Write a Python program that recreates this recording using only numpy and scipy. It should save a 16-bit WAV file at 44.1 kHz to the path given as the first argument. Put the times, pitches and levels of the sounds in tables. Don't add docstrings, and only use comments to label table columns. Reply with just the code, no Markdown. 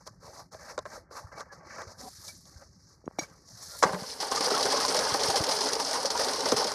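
import sys
import numpy as np
from scipy import signal
from scipy.fft import rfft, irfft, next_fast_len
from scipy.io import wavfile

SR = 44100
rng = np.random.default_rng(int(sys.argv[2]) if len(sys.argv) > 2 else 0)


def waveform_to_disk(signal):
    frames = np.transpose(np.atleast_2d(signal))
    scaled = np.clip(frames, -1, 1) * 32767
    samples = np.round(scaled).astype(np.int16)
    wavfile.write(sys.argv[1], SR, samples)


N = 297234


def amp(db):
    return 10 ** (np.asarray(db) / 20)


def rms_one(x):
    return x / np.sqrt(np.mean(x ** 2) + 1e-20)


def filtered(x, order, hz, kind="band"):
    return signal.sosfilt(signal.butter(order, hz, kind, fs=SR, output="sos"), x)


def in_time(rows):
    s, *columns = np.transpose(rows)
    return [amp(np.interp(np.arange(N) / SR, s, c, left=-120, right=-120)) for c in columns]


def drift(rate):
    step = 40
    r = np.exp(-2 * np.pi * rate * step / SR)
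    noise = rng.standard_normal(N // step + 2002)
    slow = signal.lfilter([1], [1, -2 * r, r * r], noise)[2000:]
    return np.interp(np.arange(N) / step, np.arange(len(slow)), rms_one(slow))


def grains(per_s, spread_db):
    sizes = amp(spread_db * np.minimum(rng.exponential(1, N), 5)) * rng.standard_normal(N)
    return rms_one(sizes * (rng.random(N) < per_s / SR))


def colour(x, spectrum, patchy_db, patch_rate):
    hz, level_db = np.transpose(spectrum)
    size = next_fast_len(N)
    f = np.maximum(np.fft.rfftfreq(size, 1 / SR), 1)
    shaped = rfft(x, size) * amp(np.interp(np.log(f), np.log(hz), level_db, left=-120, right=-120))
    thirds = 3 * np.log2(f)
    out = 0
    for k in range(int(3 * np.log2(hz[0])), int(3 * np.log2(hz[-1])) + 2, 2):
        window = np.maximum(1 - abs(thirds - k) / 2, 0)
        out = out + irfft(shaped * window, size)[:N] * amp(patchy_db * drift(patch_rate))
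    return rms_one(out)


def ring(clicks, hz, t60):
    r, w = amp(-60 / (max(t60, .003) * SR)), 2 * np.pi * hz / SR
    return signal.lfilter([0, np.sin(w)], [1, -2 * r * np.cos(w), r * r], clicks + 1e-18)


def ringing_grains(per_s, spread_db, low_hz, high_hz, cycles, count):
    clicks, dealt = grains(per_s, spread_db), rng.integers(0, count, N)
    pitches = np.geomspace(low_hz, high_hz, count) * np.exp(rng.normal(0, 0.03, count))
    return sum(np.sqrt(hz) * rms_one(ring(clicks * (dealt == k), hz, cycles / hz))
               for k, hz in enumerate(pitches))


def add(out, s, piece):
    i = round(s * SR)
    out[i:i + len(piece)] += piece[:N - i]


# f/Hz, relative level/dB (per Hz)
AIR_SPECTRUM = [(15, -60), (25, -41), (42, -0.5), (92, 1.5), (139, -2.5), (172, -1.5), (246, -13.5),
                (276, -10), (400, -15), (520, -58), (880, -120)]


def air():
    return amp(-59.5) * colour(rng.standard_normal(N), AIR_SPECTRUM, 4.6, 20.5)


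# t/s, hiss level/dB, body level/dB
RUSTLE = [(0.0, -65, -66), (0.5, -87, -82), (1.05, -91, -67), (1.28, -70, -64), (1.44, -70, -59),
          (1.5, -73, -59), (1.62, -73, -53.5), (1.85, -58, -56), (1.95, -66, -64), (2.15, -58, -74),
          (2.35, -57, -82), (2.55, -65, -74), (2.72, -67.5, -76), (2.9, -61.5, -77), (3.03, -77, -69),
          (3.16, -70.5, -64.5), (3.3, -62, -58), (3.42, -64.5, -67), (3.55, -58, -65), (3.62, -57, -66),
          (3.78, -53, -57.5), (3.85, -47, -60)]
# start t/s, hardest t/s, earliest end t/s,
# hiss level/dB, body level/dB (against hiss)
STROKES = [(0.0, 0, 0.036, -62, 16), (0.051, 0.073, 0.106, -48.5, -6), (0.197, 0.4, 0.48, -50, 1),
           (0.215, 0.255, 0.4, -54, 3), (0.508, 0.53, 0.61, -50, 1.5), (0.54, 0.707, 0.8, -50, 3.5),
           (0.79, 0.826, 0.86, -63.5, 8), (0.843, 0.963, 1.04, -51.5, 7.5),
           (1.103, 1.177, 1.29, -47.5, 3.5), (1.312, 1.327, 1.36, -56.5, 11), (1.344, 1.383, 1.416, -51, 8),
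           (1.372, 1.411, 1.444, -46.5, 9), (1.511, 1.53, 1.63, -52, 2.5), (1.644, 1.81, 1.88, -49, 6.5),
           (1.862, 1.877, 1.95, -50, 0), (1.88, 1.92, 1.953, -49.5, -2), (1.97, 2.008, 2.12, -47.5, -4.5),
           (2.004, 2.086, 2.119, -51, -2), (2.085, 2.11, 2.31, -56, -10), (2.138, 2.25, 2.48, -48.5, -9),
           (2.255, 2.288, 2.321, -42, -12), (2.447, 2.455, 3.1, -57.5, -3), (2.53, 2.55, 2.59, -58, -4),
           (2.593, 2.624, 2.657, -59, 11), (2.823, 2.934, 3, -64.5, -3), (3.196, 3.211, 3.27, -44.5, -3),
           (3.21, 3.234, 3.267, -47, 1), (3.452, 3.466, 4.4, -55.5, -13), (3.55, 3.626, 4.5, -46.5, -8.5),
           (3.69, 3.71, 3.76, -47, -15), (3.772, 3.79, 3.823, -39, -35)]
# f/Hz, relative level/dB (per Hz)
RUB_HISS = [(1650, -12), (2800, -31.5), (3350, -20.5), (4310, -3), (5570, 0), (6300, -2.5), (8030, -13),
            (9270, -12.5), (10900, -14), (12300, -16.5), (15500, -34)]
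# f/Hz, relative level/dB (per Hz)
RUB_BODY = [(120, -55), (200, -9), (318, -13), (568, 0.5), (708, -6), (1210, -1.5), (1440, -5.5),
            (1680, -6), (2160, -14), (3200, -38.5), (4160, -81), (7040, -120)]
# t/s, level/dB
HISS_EDGE = [(0, -3), (1, 0.5), (1.9, -9.5), (2, 2.5), (2.12, 4), (2.6, -1), (2.75, -9.5), (3.15, 1),
             (3.25, -1), (3.45, -4), (3.7, 2.5), (4.3, 17), (6.74, 0)]
BITE_S, LIFT_S = 0.015, 0.021
START_UNDER_DB, END_UNDER_DB = 12.5, 25
FULL_HISS_DB = -53.5
CORE_HZ, EDGE_DB_PER_DB = (3960, 7050), 0.07
VALLEY_HZ, VALLEY_DB_PER_DB = (2300, 3870), 0.8


def rubbing():
    hiss, body = np.square(in_time(RUSTLE))
    for start, hardest, end, db, body_db in STROKES:
        end = max(end, hardest + LIFT_S)
        t = np.arange(round((end - start + .05) * SR)) / SR + start
        shape_db = np.interp(t, [start, max(hardest, start + .001), end, end + 0.071],
                             [-START_UNDER_DB, 0, -END_UNDER_DB, -60])
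        power = (np.minimum((t - start) / BITE_S, 1) * amp(db + shape_db)) ** 2
        add(hiss, start, power)
        add(body, start, power * amp(2 * body_db))
    catch = amp(1.4 * drift(45))
    hiss_ratio = hiss / amp(2 * FULL_HISS_DB)
    band = signal.butter(2, CORE_HZ, "band", fs=SR, output="sos")
    fine = colour(grains(25000, 0.21), RUB_HISS, 1.85, 34)
    core = signal.sosfiltfilt(band, fine)
    fine = core + (fine - core) * in_time(HISS_EDGE)[0] * hiss_ratio ** (EDGE_DB_PER_DB / 2)
    shaken = ringing_grains(10000, 1.0, 194.5, 3666, 55.0, count=40)
    coarse = colour(shaken, RUB_BODY, 3.2, 8)
    rub = np.sqrt(hiss) * fine + np.sqrt(body) * coarse
    band = signal.butter(2, VALLEY_HZ, "band", fs=SR, output="sos")
    valley = signal.sosfiltfilt(band, rub)
    kept = np.minimum(hiss_ratio ** (VALLEY_DB_PER_DB / 2), 1)
    return catch * (rub - (1 - kept) * valley)


# t/s, body peak level/dB, crack peak level/dB (against body), loudest region f/Hz
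KNOCKS = [(0.066, -40, -14, 1530), (0.074, -36.5, 3, 1420), (0.522, -62, 6, 1230), (0.544, -34.5, -9, 474),
          (0.778, -20.5, -11, 576), (0.789, -26, -4, 570), (0.854, -30.5, -13, 1260), (0.86, -31, -13, 570),
          (1.11, -39.5, -23, 608), (1.318, -44, -22, 1430), (1.376, -41, -19, 627),
          (1.399, -37.5, -1, 1200), (1.406, -33, -1, 1220), (1.524, -50, -5, 613), (1.783, -35, -9, 1180),
          (1.818, -33.5, -3, 861), (2.278, -58.5, 24.5, 581), (2.454, -63, 17, 1150), (2.62, -53, -6, 1430),
          (2.662, -60, -10, 970), (3.47, -74, 6, 563), (3.825, -5.5, -20, 547), (3.829, -9, -3.5, 1060),
          (3.836, -4, -10, 1120), (3.844, -18, -3, 662), (3.892, -23, -23, 686), (3.863, -22, -22, 1000),
          (3.932, -21, -11.5, 1050), (3.945, -24.5, -10, 1000), (4.031, -32, -2.5, 1130),
          (4.226, -26, -5, 794), (4.513, -18.5, -13, 406), (4.732, -31, -15, 584), (5.145, -20, -15, 785),
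          (6.521, -17, -12, 520), (6.717, -24.5, 2, 1140)]
# f/Hz, relative level/dB, undamped t60/s
BOARD = [(190, -7, 0.17), (347, -40, 0.035), (437, -23, 0.074), (637, 18.5, 0.016), (638, 4, 0.14),
         (1037, 13.5, 0.074), (1150, 6, 0.099), (1310, 7, 0.04), (1530, 5, 0.097), (1790, -27, 0.019),
         (2430, -20, 0.024)]
CONTACT_S = 0.0053
LIGHT_BLOW_DB, DAMPING_PER_DB = -31, .15


def knocks():
    out, t = np.zeros(N), np.arange(SR // 4) / SR
    hz, level_db, t60 = np.transpose(BOARD)
    for s, db, crack_db, centre_hz in KNOCKS:
        ring_scale = 1 / (2.0 + DAMPING_PER_DB * max(db - LIGHT_BLOW_DB, 0))
        grit, chance_db = rng.standard_normal(len(t)), rng.normal(0, 2, len(BOARD))
        force = grit * np.minimum(t / 0.0003, 1) * np.exp(-t / CONTACT_S)
        strengths = amp(level_db + chance_db - 5.2 * np.log2(hz / centre_hz) ** 2)
        modes = sum(g * np.sqrt(d) * rms_one(ring(force, f, d * ring_scale))
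                    for g, f, d in zip(strengths, hz, t60))
        body = filtered(modes, 3, [360, 2600])
        brief = force * np.exp(-t / 0.0045)
        crack = filtered(brief, 3, [3500, 7200])
        add(out, s, amp(db) * (body / abs(body).max() + amp(crack_db) * crack / abs(crack).max()))
    return out


# t/s, peak level/dB, f/Hz, t60/s
THUDS = [(1.241, -35.5, 98, 0.055), (1.866, -41, 94, 0.12), (2.181, -46.5, 98, 0.042),
         (2.553, -39.5, 76, 0.073), (3.041, -44, 485, 0.011), (3.065, -36.5, 300, .012),
         (3.0775, -30, 1140, 0.0063), (3.0777, -24, 373, 0.0042), (3.111, -42, 800, 0.0033),
         (3.187, -19, 736, 0.0097), (3.187, -25.5, 318, 0.038), (3.219, -39, 164, 0.044),
         (3.852, -27.5, 190, 0.058), (3.905, -35, 190, .05), (3.935, -30.5, 184, 0.19),
         (4.02, -32, 197, 0.031), (4.652, -41, 149, 0.065), (4.938, -39.5, 207, 0.061),
         (5.118, -35.5, 120, 0.057), (5.284, -30.5, 148, 0.015), (5.403, -24.5, 132, 0.014),
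         (6.5217, -16.5, 490, .05), (6.523, -23.5, 249.5, 0.059), (6.536, -35.5, 132, 0.07)]


def thuds():
    out, t = np.zeros(N), np.arange(SR // 4) / SR
    for s, db, hz, t60 in THUDS:
        push = np.sin(np.pi * np.minimum(2 * hz * t, 1)) ** 2
        thud = filtered(ring(push, hz, t60), 2, hz / 2, "high")
        add(out, s, amp(db) * thud / abs(thud).max())
    return out


# start t/s, length/s, rms level/dB before the swell, f/Hz
SQUEAKS = [(1.335, .065, -56, 2260), (1.49, 0.048, -52.5, 1690), (2.276, 0.042, -55.5, 2300),
           (3.56, .09, -66, 730), (3.705, .07, -56, 1400)]


def squeaks():
    out = np.zeros(N)
    for s, length, db, hz in SQUEAKS:
        t = np.arange(round(length * SR)) / SR
        once = ring(rng.standard_normal(SR // 4), hz, .07)
        tone = rms_one(ring(once, hz, .07))[-len(t):]
        add(out, s, amp(db) * np.sin(np.pi * t / length) * tone)
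    return out


# t/s, level/dB
DRAG = [(1.97, -73), (2.01, -58), (2.04, -45), (2.085, -44), (2.095, -99)]
# f/Hz, relative level/dB, t60/s
BUCKET = [(267, 0, 0.69), (436, -6, 0.084), (550, -5, .1), (746, 6, 0.14), (980, -7, 0.14),
          (1270, -19, .15)]


def drag():
    friction, level = rng.standard_normal(N), in_time(DRAG)[0]
    span = slice(round(DRAG[1][0] * SR), round(DRAG[-1][0] * SR))
    hum = 0
    for hz, db, t60 in BUCKET:
        mode = ring(friction, hz, t60)
        hum = hum + amp(db) * mode / np.std(mode[span])
    return level * hum / np.std(hum[span])


# t/s, ringing peak level/dB, contact decay/s, tilt/dB per octave about 4 kHz
CLANKS = [(3.057, -50, 0.0019, 13), (3.186, -30, 0.00037, -7), (3.19, -20.5, 0.0047, -2),
          (3.221, -40, 0.0075, 4), (3.233, -38, 0.0011, -9.5)]
# f/Hz, relative level/dB, t60/s
HANDLE = [(2264, -3.5, 0.053), (4000, -12, 0.084), (4640, -5, 0.023), (5690, 3, 0.035), (6520, -2.5, 0.048),
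          (7400, -32, 0.025)]
CLANK_GRIT_DB, CLANK_GRIT_S = -26.5, 0.042


def clanks():
    out, t = np.zeros(N), np.arange(SR // 3) / SR
    for s, db, contact, tilt_db in CLANKS:
        sizes, signs = 1 + 0.87 * rng.standard_normal(len(t)), rng.choice([-1, 1], len(t))
        rattle = sizes * signs * np.exp(-t / contact)
        clank = 0
        for hz, level_db, t60 in HANDLE:
            strength = amp(level_db + tilt_db * np.log2(hz / 4000)) * np.sqrt(t60)
            clank = clank + strength * rms_one(ring(rattle, hz, t60))
        mortar = filtered(rng.standard_normal(len(t)), 2, [1500, 7500])
        crunch = mortar * np.exp(-t / CLANK_GRIT_S)
        add(out, s, amp(db) * (clank / abs(clank).max() + amp(CLANK_GRIT_DB) * crunch))
    return out


# t/s, spatter level/dB, board rumble level/dB
STREAM = [(3.85, -41, -28), (3.92, -48.5, -35.5), (3.94, -42.5, -31), (3.97, -54, -40), (4.0, -42.5, -41.5),
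          (4.04, -46, -46.5), (4.13, -40, -49), (4.17, -50.5, -51.5), (4.26, -40, -38.5), (4.46, -34, -32),
          (5.06, -33, -33.5), (5.5, -35, -34), (5.8, -36, -35.5), (6.14, -36, -35.5), (6.38, -34.5, -33),
          (6.74, -38.5, -37)]
# t/s, nominal spatter peak level/dB, t60/s, rumble level/dB (against spatter)
GOUTS = [(4.2024, -20.5, 0.32, -4.5), (4.319, -16.5, 0.15, -1), (4.3492, -19.5, 0.14, 0),
         (4.4084, -10.5, 0.037, 0), (4.442, -20, 0.33, -15), (4.5036, -19, 0.34, -1), (4.549, -13, 0.05, 1),
         (4.578, -18.5, 0.11, -15), (4.628, -10.5, 0.065, -14), (4.655, -18, 0.23, 2.5),
         (4.7017, -21, 0.34, -5), (4.802, -16.5, 0.16, -14), (4.846, -21, 0.04, -8),
         (4.883, -18, 0.44, -0.5), (4.9456, -17.5, 0.095, 3), (4.966, -11, 0.065, -12),
         (4.989, -19, 0.42, 4.5), (5.141, -13.5, 0.067, 0), (5.232, -17.5, 0.51, -7),
         (5.302, -14, 0.089, -3.5), (5.358, -13, 0.17, -4), (5.439, -11, 0.035, 0), (5.49, -16.5, 0.12, -1),
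         (5.511, -16, 0.24, -3.5), (5.608, -13.5, 0.089, -4), (5.665, -23.5, 0.41, 1.5),
         (5.733, -16, 0.037, 2), (5.798, -17, 0.16, -4.5), (5.911, -12.5, 0.037, -11),
         (5.933, -19, 0.14, -0.5), (6.056, -14, 0.059, -8), (6.102, -19.5, 0.1, -9),
         (6.194, -15, 0.26, -1.5), (6.284, -17, 0.067, -14), (6.335, -17, .075, -14),
         (6.457, -16.5, 0.25, 0.5), (6.488, -11, 0.069, -16), (6.519, -12.5, 0.036, -2),
         (6.564, -14.5, 0.25, -4), (6.645, -12, 0.029, -10), (6.669, -19, 0.14, -3)]
# t/s, depth/dB
BREAKS = [(4.3, 3.5), (4.401, 3), (4.497, 5), (4.621, 1), (4.874, 3.5), (5.181, 6), (5.602, 2.5),
          (5.781, 5.5), (5.903, 2), (6.093, 10.5), (6.383, 4.5), (6.553, 3), (6.725, -2)]
# f/Hz, relative level/dB (per Hz)
SPATTER = [(1350, -12), (2300, -13), (2490, -16), (3300, -9), (3720, -10), (4190, -3), (5120, 1.5),
           (6000, -3.5), (7270, -16), (9390, -11), (12400, -25.5), (15500, -40)]
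# f/Hz, relative level/dB (per Hz)
RUMBLE = [(71, -7.5), (120, -22), (235, -12.5), (269, -5), (348, -14), (414, -1), (621, -1), (710, -6.5),
          (780, -0.5), (1040, -3.5), (1450, -10.5), (1980, -15), (2480, -25), (3000, -28), (3900, -56),
          (6600, -120)]
CREST_DB = 10
SMALL_GOUTS_PER_S, SMALL_GOUT_T60_S, SMALL_GOUT_DB = 30, .05, -4
BREAK_S = 0.0084


def pour():
    spatter, rumble = in_time(STREAM)
    t = np.arange(SR // 4) / SR
    landings = rng.random(N) < SMALL_GOUTS_PER_S / SR
    small = landings * rng.exponential(1, N) * amp(2 * SMALL_GOUT_DB)
    swell = 1 + signal.lfilter([1], [1, -amp(-120 / (SMALL_GOUT_T60_S * SR))], small + 1e-18)
    high, low = spatter ** 2 * swell, rumble ** 2 * swell
    for s, db, t60, rumble_db in GOUTS:
        shape = (1 - np.exp(-t / .002)) * amp(-120 * t / t60)
        add(high, s - .001, amp(2 * (db - CREST_DB)) * shape)
        add(low, s - .001, amp(2 * (db - CREST_DB + rumble_db)) * shape)
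    lull_db = sum(db * np.exp(-((np.arange(N) / SR - s) / BREAK_S) ** 2) for s, db in BREAKS)
    surge = amp(0.85 * drift(15) - lull_db)
    stones = colour(grains(18000, 1.0), SPATTER, 2.2, 40)
    struck = ringing_grains(8000, 0.99, 120.3, 3270, 36.0, count=36)
    drumming = colour(struck, RUMBLE, 1.6, 10)
    return surge * (np.sqrt(high) * stones + np.sqrt(low) * drumming)


# t/s, peak level/dB of the tick
PEBBLES = [(4.2033, -29), (4.3145, -22), (4.349, -31), (4.3599, -19), (4.4078, -33), (4.4403, -26),
           (4.4887, -23), (4.5041, -25), (4.5515, -26), (4.5774, -18.5), (4.6084, -21), (4.6273, -26),
           (4.6543, -27), (4.7017, -25), (4.775, -19), (4.8019, -24), (4.8498, -18), (4.8808, -17),
           (4.9451, -19), (4.9671, -26), (4.9895, -16), (5.0918, -20), (5.1397, -22), (5.2045, -23),
           (5.234, -16.5), (5.3008, -19), (5.3607, -22), (5.414, -23), (5.443, -21.5), (5.4674, -19.5),
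           (5.4894, -29), (5.5093, -28), (5.5877, -26), (5.6071, -19.5), (5.6375, -25), (5.661, -26),
           (5.6889, -17.5), (5.7318, -18), (5.7528, -18), (5.801, -34), (5.8491, -21.5), (5.882, -27),
           (5.9114, -21), (5.9309, -19.5), (6.0551, -28), (6.103, -19), (6.1753, -21), (6.1958, -31),
           (6.2452, -18), (6.2841, -25), (6.333, -23), (6.3589, -24), (6.3943, -37), (6.4063, -19),
           (6.4557, -30), (6.4866, -22), (6.519, -16), (6.5647, -25), (6.6428, -20.5), (6.6692, -26)]
PEBBLE_TOP_DB, PEBBLE_KNOCK_DB = -20, -17


def pebbles():
    out, t = np.zeros(N), np.arange(SR // 25) / SR
    grit = rng.standard_normal((len(PEBBLES), len(t))) * np.exp(-t / .004)
    parts = [filtered(grit, 2, band) for band in ((4000, 6300), (7800, 11000), (400, 2200))]
    tick, top, knock = [part / abs(part).max(axis=1, keepdims=True) for part in parts]
    for k, (s, db) in enumerate(PEBBLES):
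        strike = tick[k] + amp(PEBBLE_TOP_DB) * top[k] + amp(PEBBLE_KNOCK_DB) * knock[k]
        add(out, s, amp(db) * strike)
    return out


# t/s, level/dB before roughness and filtering, starting f/Hz
PLOPS = [(4.225, -25.5, 837), (4.313, -21, 1046), (4.367, -24, 1185), (4.467, -18, 497),
         (4.513, -16.5, 399), (4.535, -24.5, 1310), (4.566, -21, 1086), (4.649, -18.5, 405),
         (4.733, -19, 566), (4.74, -23.5, 1060), (4.77, -24, 1070), (4.8, -24, 1235), (4.843, -22.5, 1006),
         (4.945, -21.5, 492), (4.973, -20.5, 606), (5.065, -30, 413), (5.098, -29, 1090), (5.145, -22, 783),
         (5.236, -26, 460), (5.29, -23, 773), (5.337, -20.5, 778), (5.406, -24, 306), (5.474, -19.5, 512),
         (5.608, -26, 403), (5.756, -25, 441), (5.792, -30, 913), (5.911, -24.5, 638), (5.954, -23, 938),
         (6.045, -21, 532), (6.149, -20, 943), (6.199, -27, 550), (6.266, -26.5, 402), (6.391, -26, 523),
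         (6.45, -33, 877), (6.468, -27, 562), (6.522, -16.5, 412), (6.565, -24.5, 436), (6.59, -26, 455),
         (6.645, -22, 462), (6.718, -38, 1146)]
PLOP_ROUGH, PLOP_SECOND, PLOP_SECOND_DB = 0.59, 1.45, -14
PLOP_FLOOR_HZ = 220


def plops():
    out, t = np.zeros(N), np.arange(SR // 6) / SR
    for s, db, hz in PLOPS:
        phase = 2 * np.pi * (hz * t * (1 + 0.714 * t) + rng.random())
        swell = np.minimum(t / .009, 1) * amp(-60 * t / .1)
        grit = signal.lfilter([.2], [1, -.98], rng.standard_normal(len(t)))
        tone = np.sin(phase) + amp(PLOP_SECOND_DB) * np.sin(PLOP_SECOND * phase)
        add(out, s, amp(db) * swell * tone * (1 + PLOP_ROUGH * grit))
    return filtered(out, 2, PLOP_FLOOR_HZ, "high")


def scene():
    ground = air() + rubbing()
    concrete = pour() + pebbles() + plops()
    handling = knocks() + clanks() + drag() + squeaks() + thuds()
    return (ground + concrete + handling)[None]


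OVERLOAD = .6


def record(dry):
    thin = filtered(dry, 2, 55, "high")
    rounded = OVERLOAD * np.tanh(thin / OVERLOAD)
    return signal.sosfilt(signal.cheby2(16, 60, 15900, fs=SR, output="sos"), rounded)


dry = scene()
out = record(dry)
waveform_to_disk(out)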